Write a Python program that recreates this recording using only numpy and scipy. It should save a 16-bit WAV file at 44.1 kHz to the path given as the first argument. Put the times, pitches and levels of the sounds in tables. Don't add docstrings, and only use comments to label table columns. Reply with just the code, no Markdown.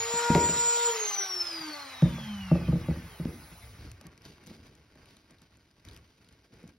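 import sys
import numpy as np
from scipy import signal
from scipy.fft import rfft, irfft, next_fast_len
from scipy.io import wavfile
from scipy.ndimage import uniform_filter1d

SR = 44100
rng = np.random.default_rng(int(sys.argv[2]) if len(sys.argv) > 2 else 0)


def waveform_to_disk(signal):
    frames = np.transpose(np.atleast_2d(signal))
    scaled = np.clip(frames, -1, 1) * 32767
    samples = np.round(scaled).astype(np.int16)
    wavfile.write(sys.argv[1], SR, samples)


N = 298976

# t/s, turning rate f/Hz
SHAFT_SPEED = [(0.0, 453.4), (0.09, 466.5), (0.2, 473), (0.87, 473), (1.01, 435.0), (1.13, 407.2),
               (1.45, 346.9), (1.93, 263.2), (2.25, 216.6), (2.57, 174.0), (2.77, 152), (3.0, 121),
               (3.2, 96), (3.6, 50)]
# t/s, level/dB, left over right/dB, left lead/rad
SHAFT_TONE_1 = [(0.0, -43, 3, .3), (0.14, -35.5, 3, 0), (0.38, -35.5, 2, 0), (0.52, -44.5, 7, -1),
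                (0.62, -42, 10, -.4), (0.74, -39.5, 9, -.1), (0.87, -35, 3, .1), (0.98, -40, 6, .3),
                (1.05, -41, 2, -.2), (1.15, -60, 0, -.6), (1.21, -49, 2, -.5), (1.28, -56, 1, 0),
                (1.36, -47, 2, .1), (1.46, -55, 0, -.2), (1.58, -47.5, 1, 0), (1.7, -44.5, 1, 0),
                (1.82, -61, 1, .3), (1.88, -55, 0, .1), (1.96, -61, 0, .3), (2.2, -45, 0, 0),
                (2.3, -40, 0, 0), (2.49, -40, 0, 0)]
SHAFT_TONE_2 = [(0.0, -43, -2, -.2), (0.07, -48, 0, 0), (0.17, -34, 7, 0), (0.22, -36, 4, -.1),
                (0.32, -26.5, 3, -.2), (0.46, -30, 7, -.5), (0.5, -40, 4, -1.4), (0.56, -36, -8, -2.3),
                (0.62, -38, -18, -2.3), (0.68, -32.5, -8, -3.3), (0.82, -31, 0, -2), (0.88, -33, -4, -2),
                (0.97, -50, -2, -2), (1.1, -52, 0, 0), (1.17, -46, 10, -.5), (1.27, -52, 6, .5),
                (1.6, -66, -3, 2.5), (1.75, -53, 9, 1), (1.97, -69, 3, 1.5)]
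SHAFT_TONE_3 = [(0.0, -63, 9.6, 2.6), (0.25, -34.5, 3.1, -0.78), (0.441, -43, 4.6, 0.88),
                (0.87, -41, 1.6, 0.11), (1.06, -61.5, 25, -0.024), (1.31, -52, 2, -0.43),
                (1.45, -70, 9, -.4), (1.79, -50, 3.5, -1.3), (1.97, -78, 46, -1.9)]
HELD_TONES_DB = [-36, -33, -48]
# t/s, level/dB
WHINE_LEVEL = [(0.0, -31), (0.07, -40), (0.17, -29), (0.22, -36.5), (0.37, -36), (0.44, -25), (0.55, -30),
               (0.7, -25.5), (0.82, -31), (0.87, -28), (0.96, -42), (1.03, -32), (1.22, -33), (1.28, -38),
               (1.36, -32), (1.48, -41), (1.58, -38), (1.68, -49), (1.75, -45), (1.87, -56), (1.95, -50),
               (2.15, -54), (2.47, -50), (2.6, -57), (2.75, -68), (2.9, -59), (3.02, -63), (3.2, -80)]
WHINE_OCTAVE_LEVEL = [(.8, -66), (0.95, -72), (1.3, -63), (1.8, -60), (2.0, -90), (2.3, -64), (2.5, -64),
                      (2.65, -67), (2.75, -88), (3.0, -88), (3.12, -63), (3.25, -78)]
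# delay t/s, relative level/dB
WALL_ECHOES = [(.013, -15), (.027, -18), (.044, -21), (.067, -24)]
# multiple, base level/dB against the fan roar
OVERTONES = [(4, -13), (5, -16), (6, -24), (7, -21), (8, -22), (9, -21), (10, -24), (11, -24), (12, -24),
             (13, -23), (14, -22), (17, -24), (19, -22), (20, -22), (24, -20), (27, -22)]
# f/Hz, half-width/Hz, lift/dB
CASING_MODES = [(1535, 70, 6), (2300, 150, 4), (3050, 130, 6), (3310, 60, 5)]
# t/s, fan roar level/dB, whoosh level/dB, high hiss level/dB
AIR_LEVELS = [(0.0, -42, -41.5, -60.5), (0.2, -39, -39.5, -60), (0.45, -40.5, -40.5, -84),
              (0.76, -43, -37.5, -48), (0.92, -40, -39.5, -47.5), (1.36, -48, -46.5, -51.5),
              (1.68, -45, -48.5, -63.5), (1.9, -48, -52, -57), (2.4, -50, -58, -63), (3.2, -55.5, -61, -52),
              (3.64, -59, -61.5, -52), (3.9, -71, -67.5, -67)]
# f/Hz, relative level/dB
ROAR_SPECTRUM = [(100, -12), (300, -12.5), (600, 0.5), (1100, 5.5), (1700, 3.5), (2400, 4), (3300, -8.5),
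                 (5000, -15.5)]
WHOOSH_SPECTRUM = [(1800, -14.5), (3000, 2.5), (4200, 5), (5500, 4), (6800, -1), (8000, -2.5),
                   (11000, -16.5)]
HISS_SPECTRUM = [(5000, -30), (7500, -55.5), (8500, -13.5), (11000, -6), (13500, -22), (15000, -7),
                 (15800, -1.5)]
# t/s, level/dB
FLOOR_HUM = [(0.0, -49), (0.27, -103), (0.44, -37), (0.9, -92), (1.53, -66.5), (1.92, -65), (2.45, -47.5),
             (2.72, -38), (3.02, -45), (3.3, -64)]
# t/s, level/dB, hardness/(dB per octave), relative crack/dB, relative pat/dB
BLOWS = [(0.135, -44.5, 14, -14, 15), (0.299, -13, 0, -24, 6), (0.349, -6.5, 0.5, -1.5, -7.5),
         (0.488, -29.5, 0, 8, 3), (0.561, -28.5, -12, -27, -6), (1.595, -44, -12, -25, -20),
         (2.021, -2, -3.5, -23.5, -16), (2.055, -11.5, -1, -30, -11), (2.18, -38, 10.5, -25, 0),
         (2.513, -6, 3.5, -30, -9), (2.553, -16, 4, -26, -6.5), (2.612, -29.5, 7, -19, -5),
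         (2.68, -4.5, -6.5, -31, -23), (2.724, -9.5, 1, -29, -24), (2.753, -12.5, -2.5, -31, -10),
         (2.883, -7.5, -2, -31, -13.5), (2.908, -25, 2.5, -35, 3), (2.959, -32.5, 6, -22, -20),
         (3.196, -12.5, -6.5, -36, -13), (3.252, -22.5, -1.5, -13, 6), (3.35, -54, 6, -15, -8),
         (3.513, -37.5, 3.5, -19, -20), (4.011, -62, 17, -33, 8), (4.05, -37.5, -10, -29, -4),
         (4.257, -57, -16, -23, -14), (4.51, -49.5, 9, -24, 16.5), (4.955, -47.5, 5, -21, -1),
         (5.164, -56, 3, -20, -4), (5.307, -61, 10, -16, 15), (5.417, -58.5, 8, -19, 5),
         (5.571, -56.5, 3.5, -21, 1), (5.849, -55.5, 5, -18.5, 2.5), (6.636, -47, 2.5, -27, 13)]
# f/Hz, level/dB, T60/s
PANEL_MODES = [(69.1, -5.5, 0.2), (138.3, -1.5, 0.16), (173.5, 10, 0.064), (188.5, -8, 0.11),
               (239, -7, 0.081), (314, -10.5, 0.076), (363.7, -18.5, 0.092), (426, -19, 0.033),
               (482, -18.5, 0.083), (556, -8.5, 0.026), (626, -18.5, 0.065), (828, -16, 0.023),
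               (1180, -20.5, 0.021)]
# t/s, level/dB
LANDINGS = [(0.354, -19), (0.495, -31)]
# f/Hz, level/dB, T60/s
PIECE_MODES = [(267, -6, .05), (368, 2, 0.069), (423, 1.5, 0.052), (523, -7, .05), (604, 1, 0.041),
               (700, -3, 0.036), (760, -10.5, 0.02)]
# t/s, then level/dB of rustle, sizzle, deep boom, low boom
TRICKLE_LEVELS = [(3.3, -74, -75, -55, -41), (3.5, -90, -90, -56, -70), (3.75, -56.5, -67.5, -61, -92),
                  (5.2, -64.5, -70.5, -69, -86), (5.75, -68.5, -73.5, -70.5, -91.5),
                  (6.1, -66.5, -70.5, -75, -72), (6.78, -68.5, -73.5, -73.5, -84)]
# t/s, hold/s, then level/dB of rustle, sizzle, deep boom, low boom
GLOVE_STROKES = [(3.641, 0.031, -76, -83, -45.5, -64), (3.81, 0.062, -53.5, -61, -43.5, -55.5),
                 (4.058, 0.031, -52.5, -78, -55.5, -76), (4.259, 0.03, -55, -57.5, -71, -56),
                 (4.471, 0.059, -56, -59, -64, -55), (4.59, 0.19, -59.5, -66, -58, -64),
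                 (4.956, 0.11, -60.5, -69, -62, -87), (5.09, 0.11, -61, -65.5, -72.5, -87),
                 (5.298, 0.032, -59, -68, -73, -83), (5.529, 0.024, -62, -69, -65, -73.5),
                 (5.866, 0.12, -57, -64.5, -53.5, -61), (6.186, 0.2, -65, -71, -66, -70),
                 (6.543, 0.13, -60, -68, -62, -59)]
# f/Hz, relative level/dB
SIZZLE_TOP_SPECTRUM = [(4000, -50.5), (7000, -35), (8500, 2), (11000, -6), (13500, -53), (15000, -11),
                       (15800, -4.5)]
# t/s, level/dB, pitch f/Hz, relative treble/dB
CRUMBS = [(3.9155, -35, 2570, -6), (4.0118, -36, 1350, -11), (4.0674, -36, 1350, -5),
          (4.1772, -43, 2600, -9), (4.2195, -48, 5640, -4), (4.2522, -39, 5530, -6), (4.438, -47, 1860, -3),
          (4.463, -42, 2700, -8), (4.469, -40, 2350, -5), (4.474, -39, 2270, -5), (4.667, -49, 1690, -7),
          (4.752, -46, 2540, -5), (4.955, -52, 1890, -8), (5.0571, -44, 3930, -8), (5.108, -50, 3900, -8),
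          (5.168, -44, 4020, -9), (5.3082, -43, 1060, -10), (5.385, -53, 4060, -8),
          (5.4183, -43, 1480, -10), (5.571, -52, 2610, -4), (5.712, -54, 5140, -9),
          (5.8505, -37, 2260, -11), (5.8865, -38, 3940, -8), (5.9125, -48, 4500, -3),
          (5.9335, -47, 5000, -2), (5.946, -48, 5000, -2), (5.964, -39, 3340, -6), (5.974, -43, 3030, -6),
          (6.245, -52, 4500, -8), (6.2881, -48, 4200, -4), (6.326, -50, 2150, -8), (6.538, -49, 1300, -9),
          (6.63, -50, 2600, -8), (6.6769, -44, 1260, -8), (6.692, -49, 1650, -9)]
# f/Hz, likeness from 0 to 1
PORT_LIKENESS = [(100, 1), (350, .97), (700, .8), (1100, .55), (2000, .88), (3300, .45), (4000, .72),
                 (5200, .85), (6500, .85), (7300, 1), (8400, 1), (9300, .65), (10500, 1), (12000, 1),
                 (12600, .6), (13700, 1), (14900, 1), (15600, .8)]
# f/Hz, left lead/rad
PORT_PHASE = [(2000, 0), (2800, .2), (3500, 1.4), (4200, 1.3), (4800, -.2), (5500, .4), (6200, 1.5),
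              (7100, 2.65), (7600, 3.14), (8400, 3.14), (10200, 6.1), (11700, 6.35), (12400, 7),
              (13100, 9.1), (13700, 9.42), (14700, 9.42), (15800, 10.3)]

SWITCH_OFF_S, ROOM_T60_S = .87, 0.48
TIME = np.arange(N) / SR
COASTING = TIME > SWITCH_OFF_S
SIDES = np.array([[.5], [-.5]])


def from_db(db):
    return 10 ** (np.asarray(db) / 20)


def rms_one(x):
    return x / np.sqrt(np.mean(x ** 2) + 1e-20)


def in_time(rows, fade_s=0.13):
    s, *columns = np.transpose(rows)
    gate = np.clip(np.minimum(TIME - s[0], s[-1] - TIME) / fade_s + 1, 0, 1)
    return [np.interp(TIME, s, c) for c in columns] + [gate]


def at_hz(points, hz):
    points_hz, values = np.transpose(points)
    return np.interp(np.log(np.maximum(hz, 10)), np.log(points_hz), values)


def drift(hz):
    r = np.exp(-80 * np.pi * hz / SR)
    slow = signal.lfilter([1], [1, -2 * r, r * r], rng.standard_normal(N // 40 + 2002))[2000:]
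    return np.interp(np.arange(N) / 40, np.arange(len(slow)), rms_one(slow))


def ring(clicks, hz, t60):
    r, w = from_db(-60 / (t60 * SR)), 2 * np.pi * hz / SR
    return signal.lfilter([0, np.sin(w)], [1, -2 * r * np.cos(w), r * r], clicks + 1e-18)


def band(x, hz, kind):
    return signal.sosfilt(signal.butter(2, hz, kind, fs=SR, output="sos"), x)


def at_ports(mid, side, hz):
    alike = np.clip(at_hz(PORT_LIKENESS, hz), 0, 1)
    return np.sqrt(1 + alike) * mid + np.sqrt(1 - alike) * side * [[1], [-1]]


def coloured(spectrum, source=None, ripple_db=3.5):
    size = next_fast_len(N)
    mid, side = rfft(rng.standard_normal((2, N)) if source is None else source, size)
    hz = np.arange(len(mid)) * SR / size
    ripple = np.interp(hz, np.arange(800) * 28.0, rng.standard_normal(800)) * (hz > 500)
    shape = from_db(at_hz(spectrum, hz) + ripple_db * ripple)
    return rms_one(irfft(at_ports(mid, side, hz) * shape, size)[:, :N])


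def tone(phase, db, pan_db=0, lead=0):
    return np.sqrt(2) * from_db(db + SIDES * pan_db) * np.sin(phase + SIDES * lead)


def shaft_tones(turn, top_hz):
    since_off = TIME - SWITCH_OFF_S
    out = np.zeros((2, N))
    for order, rows in enumerate((SHAFT_TONE_1, SHAFT_TONE_2, SHAFT_TONE_3), 1):
        db, pan_db, lead, gate = in_time(rows)
        flicker_db = uniform_filter1d(COASTING * 2.0 * drift(hz=9.7), size=400)
        out += gate * tone(order * turn, db + flicker_db, pan_db, lead)
        held_db = HELD_TONES_DB[order - 1] - 60 * np.abs(since_off) / ROOM_T60_S
        out += np.clip(since_off / .03, 0, 1) * tone(order * 2 * np.pi * top_hz * since_off, held_db)
    return out


def whine(turn):
    out = np.zeros((2, N))
    for order, rows in ((15, WHINE_LEVEL), (30, WHINE_OCTAVE_LEVEL)):
        db, gate = in_time(rows)
        waver = np.where(COASTING, .4, .45) * drift(hz=30)
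        flutter_db = np.where(COASTING, 3.5, 1.5) * drift(hz=34)
        pan_db = .5 + COASTING * 2.5 * drift(hz=9.3)
        direct = gate * tone(order * turn + waver, db + flutter_db, pan_db)
        out += direct
        for lag_s, echo_db in WALL_ECHOES:
            lag = round(lag_s * SR)
            out[:, lag:] += from_db(echo_db) * direct[:, :-lag]
    return out


def casing_overtones(turn, speed, top_hz=6500):
    roar_db, _, _, running = in_time(AIR_LEVELS)
    outlast_db = -.8 * np.log2(speed / speed.max())
    out = np.zeros((2, N))
    for order, db in OVERTONES:
        hz = order * speed
        casing_db = sum(lift / (1 + ((hz - centre) / width) ** 2) for centre, width, lift in CASING_MODES)
        casing_db -= 6 * (hz / top_hz) ** 4
        level_db = roar_db + casing_db + outlast_db + db + 4 * drift(hz=8)
        out += running * tone(order * turn + .9 * drift(hz=22), level_db, pan_db=4 * drift(hz=3))
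    return out


def motor_air(rasp_db=2.6):
    roar_db, whoosh_db, hiss_db, running = in_time(AIR_LEVELS)
    roar = from_db(roar_db) * coloured(ROAR_SPECTRUM)
    whoosh = from_db(whoosh_db) * coloured(WHOOSH_SPECTRUM)
    hiss = from_db(hiss_db) * coloured(HISS_SPECTRUM)
    bands = signal.stft(roar + whoosh + hiss, nperseg=512)[2]
    patches = uniform_filter1d(rng.standard_normal(bands.shape[1:]), size=4, axis=0)
    patches = rms_one(uniform_filter1d(patches, size=5, axis=1))
    return running * signal.istft(bands * from_db(rasp_db * patches), nperseg=512)[1][:, :N]


def cutter():
    speed = in_time(SHAFT_SPEED)[0]
    turn = 2 * np.pi * np.cumsum(speed) / SR
    return shaft_tones(turn, speed.max()) + whine(turn) + casing_overtones(turn, speed) + motor_air()


def panel_boom(deep_gain, low_gain):
    hum_db, humming = in_time(FLOOR_HUM)
    deep = coloured([(25, -45.5), (45, 8.5), (70, 13.0), (120, 9.0), (200, -44.0)])
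    low = coloured([(80, -6), (150, 12.5), (300, 2.0), (480, 3.0), (800, -41.0)])
    lumps = from_db(3 * drift(hz=12))
    return deep * (deep_gain + humming * from_db(hum_db)) + low * lumps * low_gain


def knocks(crack_t60_s=0.014, swell_s=0.011):
    out, size = np.zeros(N), SR // 2
    t = np.arange(size) / SR
    spread_db = rng.normal(0, 3.0, (len(BLOWS), len(PANEL_MODES)))
    bursts = rng.standard_normal((len(BLOWS), size)) * from_db(-60 * t / crack_t60_s)
    cracks = band(bursts, [500, 3000], "band")
    push = np.zeros(size)
    push[:30] = np.hanning(30) / 15
    pat = -ring(np.roll(push, 150), hz=230, t60=.028)
    modes = np.array([(-1) ** k * ring(push, hz, t60) for k, (hz, _, t60) in enumerate(PANEL_MODES)])
    mode_hz, mode_db, _ = np.transpose(PANEL_MODES)
    ratio = mode_hz / 185
    for (s, db, hardness, crack_db, pat_db), own_db, crack in zip(BLOWS, spread_db, cracks):
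        strengths = from_db(mode_db + own_db + hardness * np.maximum(np.log2(ratio), 0))
        swell_rates = ratio * from_db(max(hardness, 0) / 2) / swell_s
        swell = (1 - np.exp(-np.outer(swell_rates, t))) ** 2
        body = from_db(-3.5) * strengths @ (swell * modes)
        blow = body + from_db(crack_db) * crack + from_db(pat_db) * pat
        at = round(s * SR)
        out[at:at + size] += from_db(db) * blow[:N - at]
    return out


def falling_piece(rattle_per_s=150, rattle_t60_s=0.34, rattle_db=-6):
    size = SR
    t = np.arange(size) / SR
    touches = (rng.random(size) < rattle_per_s / SR) * from_db(rattle_db)
    clicks = np.zeros(size)
    for s, db in LANDINGS:
        contacts = touches * (t > s)
        contacts[round(s * SR)] += 1
        clicks += from_db(db - 60 * np.abs(t - s) / rattle_t60_s) * contacts
    chance = rng.uniform(-1, 1, (len(PIECE_MODES), size))
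    strikes = clicks * np.sign(chance) * (.5 + .5 * abs(chance))
    board = sum(from_db(db) * ring(own, hz, t60) for (hz, db, t60), own in zip(PIECE_MODES, strikes))
    return np.pad(board, (0, N - size))


def glove_gains(rise_db_per_s=296, fall_db_per_s=128):
    *levels_db, gate = in_time(TRICKLE_LEVELS)
    for s, hold_s, *peaks_db in GLOVE_STROKES:
        before_db = rise_db_per_s * np.maximum(s - TIME, 0)
        after_db = fall_db_per_s * np.maximum(TIME - s - hold_s, 0)
        levels_db = np.maximum(levels_db, np.array(peaks_db)[:, None] - before_db - after_db)
    return gate * from_db(levels_db)


def pellets(rustle_gain, sizzle_gain, base_per_s=1200, spread_db=1.8):
    sizes = from_db(spread_db * np.minimum(rng.exponential(1, (2, N)), 5)) * rng.choice([-1, 1], (2, N))
    contacts = rng.random((2, N)) < base_per_s * from_db(5 * drift(hz=25)) / SR
    grains = sizes * contacts + 0.12 * rng.standard_normal((2, N))
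    dull = coloured([(300, 12.5), (600, 1.5), (1100, 1.5), (2400, -0.5), (3400, -23), (5000, -58)], grains)
    bright = coloured([(1800, -10), (3000, 10.5), (4200, 11.5), (5500, 9), (6800, 3), (8500, -3.5)], grains)
    top = from_db(-16.5) * coloured(SIZZLE_TOP_SPECTRUM, grains)
    return rustle_gain * dull + sizzle_gain * (bright + top)


def crumb_ticks(click_t60_s=.011, dust_t60_s=.024, dust_db=-20):
    out, size = np.zeros(N), 3000
    t = np.arange(size) / SR
    decay = from_db(-60 * t / click_t60_s) + from_db(dust_db - 60 * t / dust_t60_s)
    for (s, db, hz, treble_db), chance in zip(CRUMBS, rng.uniform(-1, 1, (len(CRUMBS), size))):
        grit = np.sign(chance) * (.6 + .4 * abs(chance)) * decay
        click = signal.lfilter([.3, 0, -.3], [1, -.9, .3], grit)
        click = band(click, 7000, "low") - from_db(treble_db) * band(click, 7000, "high")
        tick = click + .18 * ring(click, hz, t60=.004)
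        at = round(s * SR)
        out[at:at + size] += from_db(db) * tick[:N - at]
    return out


def room(x, wall_cut_hz=3200):
    size = next_fast_len(N + SR)
    hz = np.arange(size // 2 + 1) * SR / size
    w = 2 * np.pi * hz / SR
    pole = np.exp(-2 * np.pi * wall_cut_hz / SR)
    wall = (1 - pole) / (1 - pole * np.exp(-1j * w))
    echoes = np.zeros((2, len(w)), complex)
    for k, lag_s in enumerate(np.geomspace(.009, .031, 16)):
        loop = from_db(-60 * lag_s / ROOM_T60_S) * wall * np.exp(-1j * w * lag_s * SR)
        echoes[k % 2] += loop / (1 - loop) * (-1) ** (k // 2)
    return irfft(at_ports(*echoes, hz) * rfft(x, size), size)[:, :N]


def scene():
    blows = knocks() + falling_piece()
    crumbs = crumb_ticks()
    rustle, sizzle, deep, low = glove_gains()
    reverb = room(from_db(-21) * blows + from_db(-41) * crumbs)
    panned_crumbs = crumbs * from_db(4 * SIDES)
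    return cutter() + panel_boom(deep, low) + pellets(rustle, sizzle) + blows + panned_crumbs + reverb


def record(dry, bass_cut_hz=42, top_cut_hz=15800):
    size = next_fast_len(N + 2000)
    lead = at_hz(PORT_PHASE, np.arange(size // 2 + 1) * SR / size)
    shifted = irfft(rfft(dry, size) * np.exp(1j * SIDES * lead), size)[:, :N]
    top_cut = signal.ellip(12, .5, 80, top_cut_hz, fs=SR, output="sos")
    return signal.sosfilt(top_cut, band(shifted, bass_cut_hz, "high"))


dry = scene()
out = record(dry)
waveform_to_disk(out)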